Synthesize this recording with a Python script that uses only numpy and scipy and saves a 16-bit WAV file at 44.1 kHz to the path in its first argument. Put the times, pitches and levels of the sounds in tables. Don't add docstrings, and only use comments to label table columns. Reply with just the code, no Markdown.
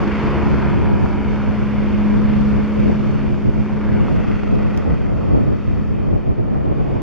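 import sys
import numpy as np
from scipy import signal
from scipy.fft import rfft, irfft, next_fast_len
from scipy.io import wavfile
from scipy.ndimage import uniform_filter1d, minimum_filter1d, map_coordinates

SR = 44100
rng = np.random.default_rng(int(sys.argv[2]) if len(sys.argv) > 2 else 0)


def generate_wav(signal):
    frames = np.transpose(np.atleast_2d(signal))
    scaled = np.clip(frames, -1, 1) * 32767
    pcm = np.round(scaled).astype(np.int16)
    wavfile.write(sys.argv[1], SR, pcm)


N = 309572
T = np.arange(N) / SR
MAIN_HZ = 25.7


def undb(db):
    return 10 ** (np.asarray(db) / 20)


def curve(table):
    s, *columns = np.transpose(table)
    return [np.interp(T, s, c) for c in columns]


def unit(x):
    return x / np.sqrt(np.mean(x ** 2))


def walk(rate_hz):
    coarse = T[::32]
    knots = rng.standard_normal(1024)
    smooth = map_coordinates(knots, [coarse * rate_hz], order=3, mode="wrap")
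    return np.interp(T, coarse, smooth)


def bell(s, half_s):
    return np.exp(-.5 * ((T - s) / half_s) ** 2)


def swelling(events):
    return sum(db * bell(s, half_s) for s, db, half_s in events)


def surging(rest_db, events):
    surge_power = sum((undb(db) * bell(s, half_s)) ** 2 for s, db, half_s in events)
    return 10 * np.log10(undb(rest_db) ** 2 + surge_power)


def octave_band(x, hz):
    edges = [hz / np.sqrt(2), hz * np.sqrt(2)]
    return unit(signal.sosfilt(signal.butter(3, edges, "band", fs=SR, output="sos"), x))


def bands(x, spectrum, count):
    size = next_fast_len(N, True)
    octave = np.log2(np.maximum(np.fft.rfftfreq(size, 1 / SR), 1))
    hz, db = np.transpose(spectrum)
    gain = undb(np.interp(octave, np.log2(hz), db, left=-90, right=-120))
    coloured = rfft(unit(x), size) * unit(gain)
    centres = np.linspace(np.log2(hz[0]), np.log2(hz[-1]), count)
    split = []
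    for centre, share in zip(centres, np.eye(count)):
        triangle = np.interp(octave, centres, share)
        split.append((2 ** centre, irfft(coloured * triangle)[:N]))
    return split


def above(hz, corner_hz):
    return 1 / (1 + (corner_hz / hz) ** 4)


def strokes(passages, width):
    bump = np.exp((np.cos(2 * np.pi * passages) - 1) / width)
    return bump - bump.mean()


def stereo(mid, side):
    return np.array([mid + side, mid - side])


def ticks():
    # start in seconds, level in dB, decay in s, left minus right in dB, gain of the dull body in dB.
    tick_rows = [(3.138, -45, .0006, -3, -3), (4.7752, -36, .0011, -1, 13)]
    body_band = signal.butter(2, [2000, 6200], "band", fs=SR, output="sos")
    out = 0
    for s, db, decay_s, pan_db, body_db in tick_rows:
        envelope = (T >= s) * np.exp(-np.abs(T - s) / decay_s)
        pan_gain = undb(db + np.array([[pan_db], [-pan_db]]) / 2)
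        snap = pan_gain * envelope * rng.standard_normal((2, N))
        body = signal.sosfilt(body_band, snap)
        out = out + snap + undb(body_db) * body
    return out


def thuds(low_hz=62, high_hz=125, high_db=-3):
    # centre in seconds, peak level in dB, half length in s.
    thud_rows = [(1.5, -28, 0.02), (4.147, -22, 0.022), (4.908, -20, 0.017), (5.154, -23.5, 0.029),
                 (5.33, -25, 0.025), (6.142, -23, 0.018)]
    low = octave_band(rng.standard_normal(N), low_hz)
    high = octave_band(rng.standard_normal(N), high_hz)
    rumble = unit(low + undb(high_db) * high)
    return rumble * sum(undb(db) * bell(s, half_s) for s, db, half_s in thud_rows)


def buffeting(gust_db, eddy_db, lumpy_db=1.2, flicker_db=1, fine_db=2.0):
    # frequency in Hz, relative density in dB per Hz.
    wind_colour = [(12, -25.5), (25, -7.5), (65, -3), (130, -3.5), (250, -10), (450, -16.5), (700, -25),
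                   (1000, -35.5), (1600, -55.5), (3000, -72)]
    lumps = walk(80)
    out = []
    for _ in range(2):
        total = 0
        for hz, band in bands(rng.standard_normal(N), wind_colour, count=10):
            lump_db = gust_db + lumpy_db * lumps + flicker_db * walk(17)
            small_db = above(hz, 490) * (eddy_db + fine_db * lumps)
            total = total + band * undb(lump_db + small_db)
        out.append(total)
    return out


def wind(breeze_db=-24, breeze_waver_db=-2.5):
    # centre in seconds, peak level in dB, half length in s.
    gusts = [(0.008, -15.5, 0.08), (0.273, -20, 0.039), (0.387, -19, 0.02), (0.493, -14, 0.063),
             (0.673, -19, 0.049), (0.824, -15.5, 0.09), (0.928, -14.5, 0.035), (1.025, -15, 0.049),
             (1.192, -19, 0.076), (1.344, -21.5, 0.048), (1.496, -14.5, 0.031), (1.612, -20, 0.022),
             (1.966, -18, 0.11), (2.155, -17, 0.086), (2.258, -22, 0.02), (2.416, -15.0, 0.11),
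             (2.583, -16, 0.056), (2.85, -13.5, 0.074), (3.085, -20.5, 0.093), (3.236, -21, 0.02),
             (3.33, -17.5, 0.054), (3.473, -10.5, 0.021), (3.592, -14.5, 0.043), (3.752, -18.5, 0.034),
             (3.997, -14.5, 0.11), (4.167, -13.5, 0.052), (4.298, -15.0, 0.056), (4.57, -14, 0.11),
             (4.722, -31, 0.022), (4.779, -17, 0.021), (4.91, -13, 0.044), (5.125, -19, 0.16),
             (5.338, -13.0, 0.053), (5.415, -13, 0.026), (5.505, -13.0, 0.037), (5.713, -14, 0.041),
             (5.796, -14, 0.022), (5.905, -26, 0.017), (5.988, -17.5, 0.13), (6.136, -15.5, 0.049),
             (6.29, -14, 0.031), (6.404, -13.5, 0.023), (6.534, -17.5, 0.072), (6.682, -17.5, 0.055),
             (6.807, -17.5, 0.042), (6.956, -20.5, 0.12)]
    # time in seconds, level relative to the gust in dB.
    eddies = [(0, -13), (1.0, -3.5), (1.7, -14), (2.2, -9.5), (2.9, -3.5), (3.6, -8), (4.2, -2.5),
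              (4.6, -3.5), (5.35, 2.5), (5.8, -8), (6.15, 1), (6.8, 5)]
    # time in seconds, gain relative to the opposed part in dB.
    common_share = [(0, -8.5), (1.0, -9), (1.8, -10), (2.7, -9.5), (3.6, -8.5), (4.3, -10.5), (4.7, -14),
                    (5.3, -10.5), (6.4, -11.5), (7, -8)]
    gust_db = surging(breeze_db + breeze_waver_db * walk(2.2), gusts)
    opposed, common = buffeting(gust_db, curve(eddies)[0])
    return stereo(undb(curve(common_share)[0]) * common, opposed)


def turbines(near_db, waver_hz=22, flicker_db=3):
    # pitch in Hz, level in dB at the roar's loudest moment.
    whines = [(4355, -64)]
    out = 0
    for hz, db in whines:
        level_db = db + near_db + flicker_db * walk(7.2)
        cycles = np.cumsum(hz + waver_hz * walk(60)) / SR
        out = out + undb(level_db) * np.sin(2 * np.pi * cycles)
    return out


def wash():
    # time in seconds, band centre in Hz, peak level in dB, half length in s.
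    wash_rows = [(0.2, 1830, -39.5, 0.1), (1.296, 309, -38.5, 0.26), (1.43, 1300, -43.5, 0.077),
                 (2.879, 397, -36, 0.27), (4.1, 2170, -47.5, 0.15), (6.8, 526, -40.5, 0.27)]
    out = 0
    for s, hz, db, half_s in wash_rows:
        out = out + undb(db) * bell(s, half_s) * octave_band(rng.standard_normal(N), hz)
    return out


def reflected(x):
    # time in seconds, lag behind the direct sound in s, strength 0-1.
    near_echo = [(0.3, 0.0012, 0), (1.15, 0.0013, 0.27), (1.9, 0.0014, 0.01), (3.8, 0.0013, 0.07),
                 (4.2, 0.0015, 0.32), (4.7, 0.00154, 0.3), (6.1, 0.0016, 0.25), (7, 0.0017, 0.02)]
    far_echo = [(0, 0.0017, 0.084), (0.6, 0.0023, 0.064), (1.2, 0.0023, 0.15), (1.8, 0.0019, 0.044),
                (2.35, 0.0016, 0.072), (2.8, 0.0019, 0.12), (3.3, 0.0015, 0.02), (7, 0.0033, 0.011)]
    out, power = x, 1
    for lag_s, strength in (curve(near_echo), curve(far_echo)):
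        out = out + strength * np.interp(T - lag_s, T, x)
        power = power + strength ** 2
    return out / np.sqrt(power)


def roar(passages, level_db, treble_db, roar_db=10.5, flicker_db=1.0, bass_follow=0.32):
    # time in seconds, main rotor chop depth 0-1, tail rotor chop depth 0-1.
    chop_depths = [(0, 0.34, 0.2), (0.7, 0.18, 0.4), (1.5, 0.05, 0.1), (2.5, 0.2, 0), (3.6, 0.16, 0.3),
                   (4.1, 0.27, 0.27), (4.6, 0.42, 0.1), (5.1, 0.14, 0.25), (7, 0.03, 0.3)]
    # time in seconds, strength beside the first 0-1.
    second_rasp = [(0.3, 0.55), (1.1, 0.35), (3.5, 0.9)]
    # frequency in Hz, relative density in dB per Hz.
    roar_colour = [(25, -12), (50, -12), (110, -1), (300, 2), (460, -4.5), (660, -10), (780, -11.5),
                   (930, -9), (1450, -13.5), (1780, -17.5), (2350, -17.5), (3300, -28), (5000, -37),
                   (7000, -46.5), (8800, -56), (13000, -64.5), (14900, -75.5)]
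    main_depth, tail_depth = curve(chop_depths)
    first = strokes(passages, width=0.13)
    second = curve(second_rasp)[0] * strokes(passages + .5, width=0.12)
    main_chop = main_depth * strokes(MAIN_HZ * T, width=0.33)
    chop = 1 + main_chop + tail_depth * (first + second)
    mean_db = level_db.mean()
    swell_db, bright_db = level_db - mean_db, treble_db - treble_db.mean()
    direct = bands(rng.standard_normal(N), roar_colour, count=16)
    scattered = bands(rng.standard_normal(N), roar_colour, count=16)
    spread_log_hz = np.log([400, 1200, 2500, 5000, 8000])
    mid = side = 0
    for (hz, direct_band), (_, scattered_band) in zip(direct, scattered):
        follow = bass_follow + (1 - bass_follow) * above(hz, 460) - 0.1 * above(hz, 7600)
        course_db = follow * swell_db + bright_db * above(hz, 1800)
        gain = undb(mean_db + roar_db + course_db + flicker_db * walk(9))
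        spread_db = np.interp(np.log(hz), spread_log_hz, [-17.5, -11.0, -10, -4.0, -1.0])
        mid = mid + gain * direct_band
        side = side + gain * undb(spread_db) * scattered_band
    return stereo(reflected(mid * chop), side * chop)


def main_rotor(near_db, thump_db=-35.5, recede=1.0, body_hz=56, edge_hz=250, edge_db=-2, uneven_db=3):
    pulses = np.diff(np.floor(MAIN_HZ * T), prepend=0) * undb(uneven_db * walk(29))
    thump = octave_band(pulses, body_hz) + undb(edge_db) * octave_band(pulses, edge_hz)
    return thump * undb(thump_db + recede * near_db)


def slaps_and_knock(passages, level_db, scatter_db=1.5, jitter_s=0.0007, slap_hz=1050, length_s=0.00037):
    # start in seconds, burst envelope peak in dB, pitch in Hz.
    hard = [(0.543, -19, 900), (0.859, -16.3, 850), (1.060, -13.8, 1200), (1.130, -18.5, 1100),
            (1.271, -21, 1000), (1.386, -20, 1200), (1.995, -20.5, 900), (2.928, -20, 750),
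            (3.343, -24, 1350), (3.662, -22.5, 900), (3.703, -19, 750), (3.890, -21.5, 1100),
            (3.998, -19.5, 1000), (4.084, -15.5, 850), (4.163, -22, 1700), (4.322, -22.5, 1600),
            (4.435, -20.5, 750), (6.131, -22.5, 700)]
    # time in seconds, envelope peak in dB above level_db.
    rattle = [(0, -7), (0.3, 4), (0.52, 5.5), (0.7, 8), (0.9, 7), (1.1, 10), (1.45, 13), (1.75, -0.5),
              (2.5, -3.5), (7, -4.5)]
    beats = np.flatnonzero(np.diff(np.floor(passages)))
    chance = np.clip(rng.standard_normal(len(beats)), -2, 2)
    pitches_hz = slap_hz * 2 ** (0.2 * rng.standard_normal(len(beats)))
    times_s = T[beats] + jitter_s * rng.standard_normal(len(beats))
    peaks_db = (level_db + curve(rattle)[0])[beats] + scatter_db * chance
    out = np.zeros(N)
    for s, db, pitch_hz in [*hard, *zip(times_s, peaks_db, pitches_hz)]:
        span = slice(max(int((s - .01) * SR), 0), int((s + .01) * SR))
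        age = T[span] - s - length_s
        envelope = np.exp(-.5 * (age / length_s) ** 2)
        out[span] += undb(db) * envelope * np.sin(2 * np.pi * pitch_hz * age)
    return out


def tail_rotor(passages, near_db, recede=0.71, waver_db=0.73, wander_rad=0.12):
    # harmonic multiple, level between lobes in dB at the roar's loudest moment.
    orders = [(1, -34), (2, -42.5), (3, -30), (4, -43), (5, -48), (6, -43), (7, -45.5), (8, -47),
              (9, -46.5), (13, -49), (14, -53.5)]
    # multiple, time in seconds, peak in dB, half length in s.
    lobe_rows = [(1, 0.33, -29, 0.15), (2, 0.32, -30, 0.09), (5, 0.3, -31.5, 0.42), (3, 0.26, -27, 1),
                 (4, 0.33, -37, 0.27), (14, 1.05, -43, 0.35), (2, 0.7, -27, 0.1), (1, 0.66, -29.5, 0.071),
                 (1, 1.3, -34, 0.33), (3, 1.55, -23.5, 0.35), (5, 1.6, -50.5, 0.24), (2, 1.72, -34.5, 0.19),
                 (3, 2.21, -17.5, 0.33), (2, 2.41, -29, 0.12), (1, 2.56, -30.5, 0.071),
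                 (3, 2.84, -21, 0.35), (1, 2.92, -34.5, 0.065), (2, 3.1, -28, 0.13), (5, 3.25, -39, 0.46),
                 (2, 3.2, -33.5, 0.14), (3, 3.75, -24, 0.37), (3, 4.54, -27.5, 0.23), (3, 5.5, -33, 0.98),
                 (1, 6.2, -40, 0.13), (2, 7.02, -30.5, 0.43)]
    out = 0
    for k, rest_db in orders:
        fade_db = 0.6 * np.sqrt(k)
        lobes = [lobe for multiple, *lobe in lobe_rows if multiple == k]
        faded_db = rest_db + recede * near_db + fade_db * walk(3.3)
        db = surging(faded_db, lobes) + waver_db * walk(8.3)
        phase = 2 * np.pi * (k * passages + rng.random()) + wander_rad * np.sqrt(k) * walk(7.9)
        out = out + undb(db) * np.sin(phase)
    return np.sqrt(2) * out


def scene(start_db=-32.5, recede_per_s=0.44):
    # centre in seconds, change in dB, half length in s.
    swells = [(0.4, 2.5, 0.29), (1.3, -1, 0.18), (2.22, 2.5, 0.14), (2.9, 0.3, 0.076), (3.47, -3, 0.11),
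              (4.04, 5, 0.17), (4.75, 3, 0.21), (5.22, 1.5, 0.14), (5.9, -1.5, 0.54)]
    # time in seconds, level in dB.
    treble = [(0, -37.5), (0.27, -37.5), (0.9, -41.5), (2.3, -40.5), (2.95, -41.5), (3.4, -44.5),
              (4.08, -42.5), (4.75, -43), (5.1, -47), (5.75, -47.5), (6.4, -52.5), (7.02, -47.5)]
    # time in seconds, tail rotor blade-pass rate in Hz.
    tail_rate = [(0, 70.05), (1.1, 69.59), (3.7, 70.21), (4.4, 69.73), (7.0, 69.87)]
    level_db = start_db - 20 * np.log10(1 + recede_per_s * T) + swelling(swells)
    treble_db = curve(treble)[0] - level_db
    near_db = level_db - level_db.max()
    passages = np.cumsum(curve(tail_rate)[0]) / SR
    air = ticks() + thuds() + wind()
    engines = turbines(near_db) + wash() + roar(passages, level_db, treble_db)
    bursts = slaps_and_knock(passages, level_db)
    return air + engines + main_rotor(near_db) + bursts + tail_rotor(passages, near_db)


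def limiter(x, ceiling=.97, size=441):
    allowed = ceiling / np.maximum(np.abs(x).max(axis=0), ceiling)
    gain = minimum_filter1d(allowed, 2 * size)
    return x * uniform_filter1d(uniform_filter1d(gain, size), size)


def record(dry, open_s=.003, top_hz=14900):
    # notch centre in Hz, width in Hz, depth 0-1.
    notches = [(3927, 360, 1), (7950, 730, 0.6)]
    dry = dry * np.sin(np.pi / 2 * np.minimum(T / open_s, 1)) ** 2
    for hz, width_hz, depth in notches:
        peak = signal.iirpeak(hz, hz / width_hz, fs=SR)
        dry = dry - depth * signal.lfilter(*peak, dry)
    low_pass = signal.ellip(8, .2, 70, top_hz, fs=SR, output="sos")
    return signal.sosfilt(low_pass, limiter(dry))


dry = scene()
out = record(dry)
generate_wav(out)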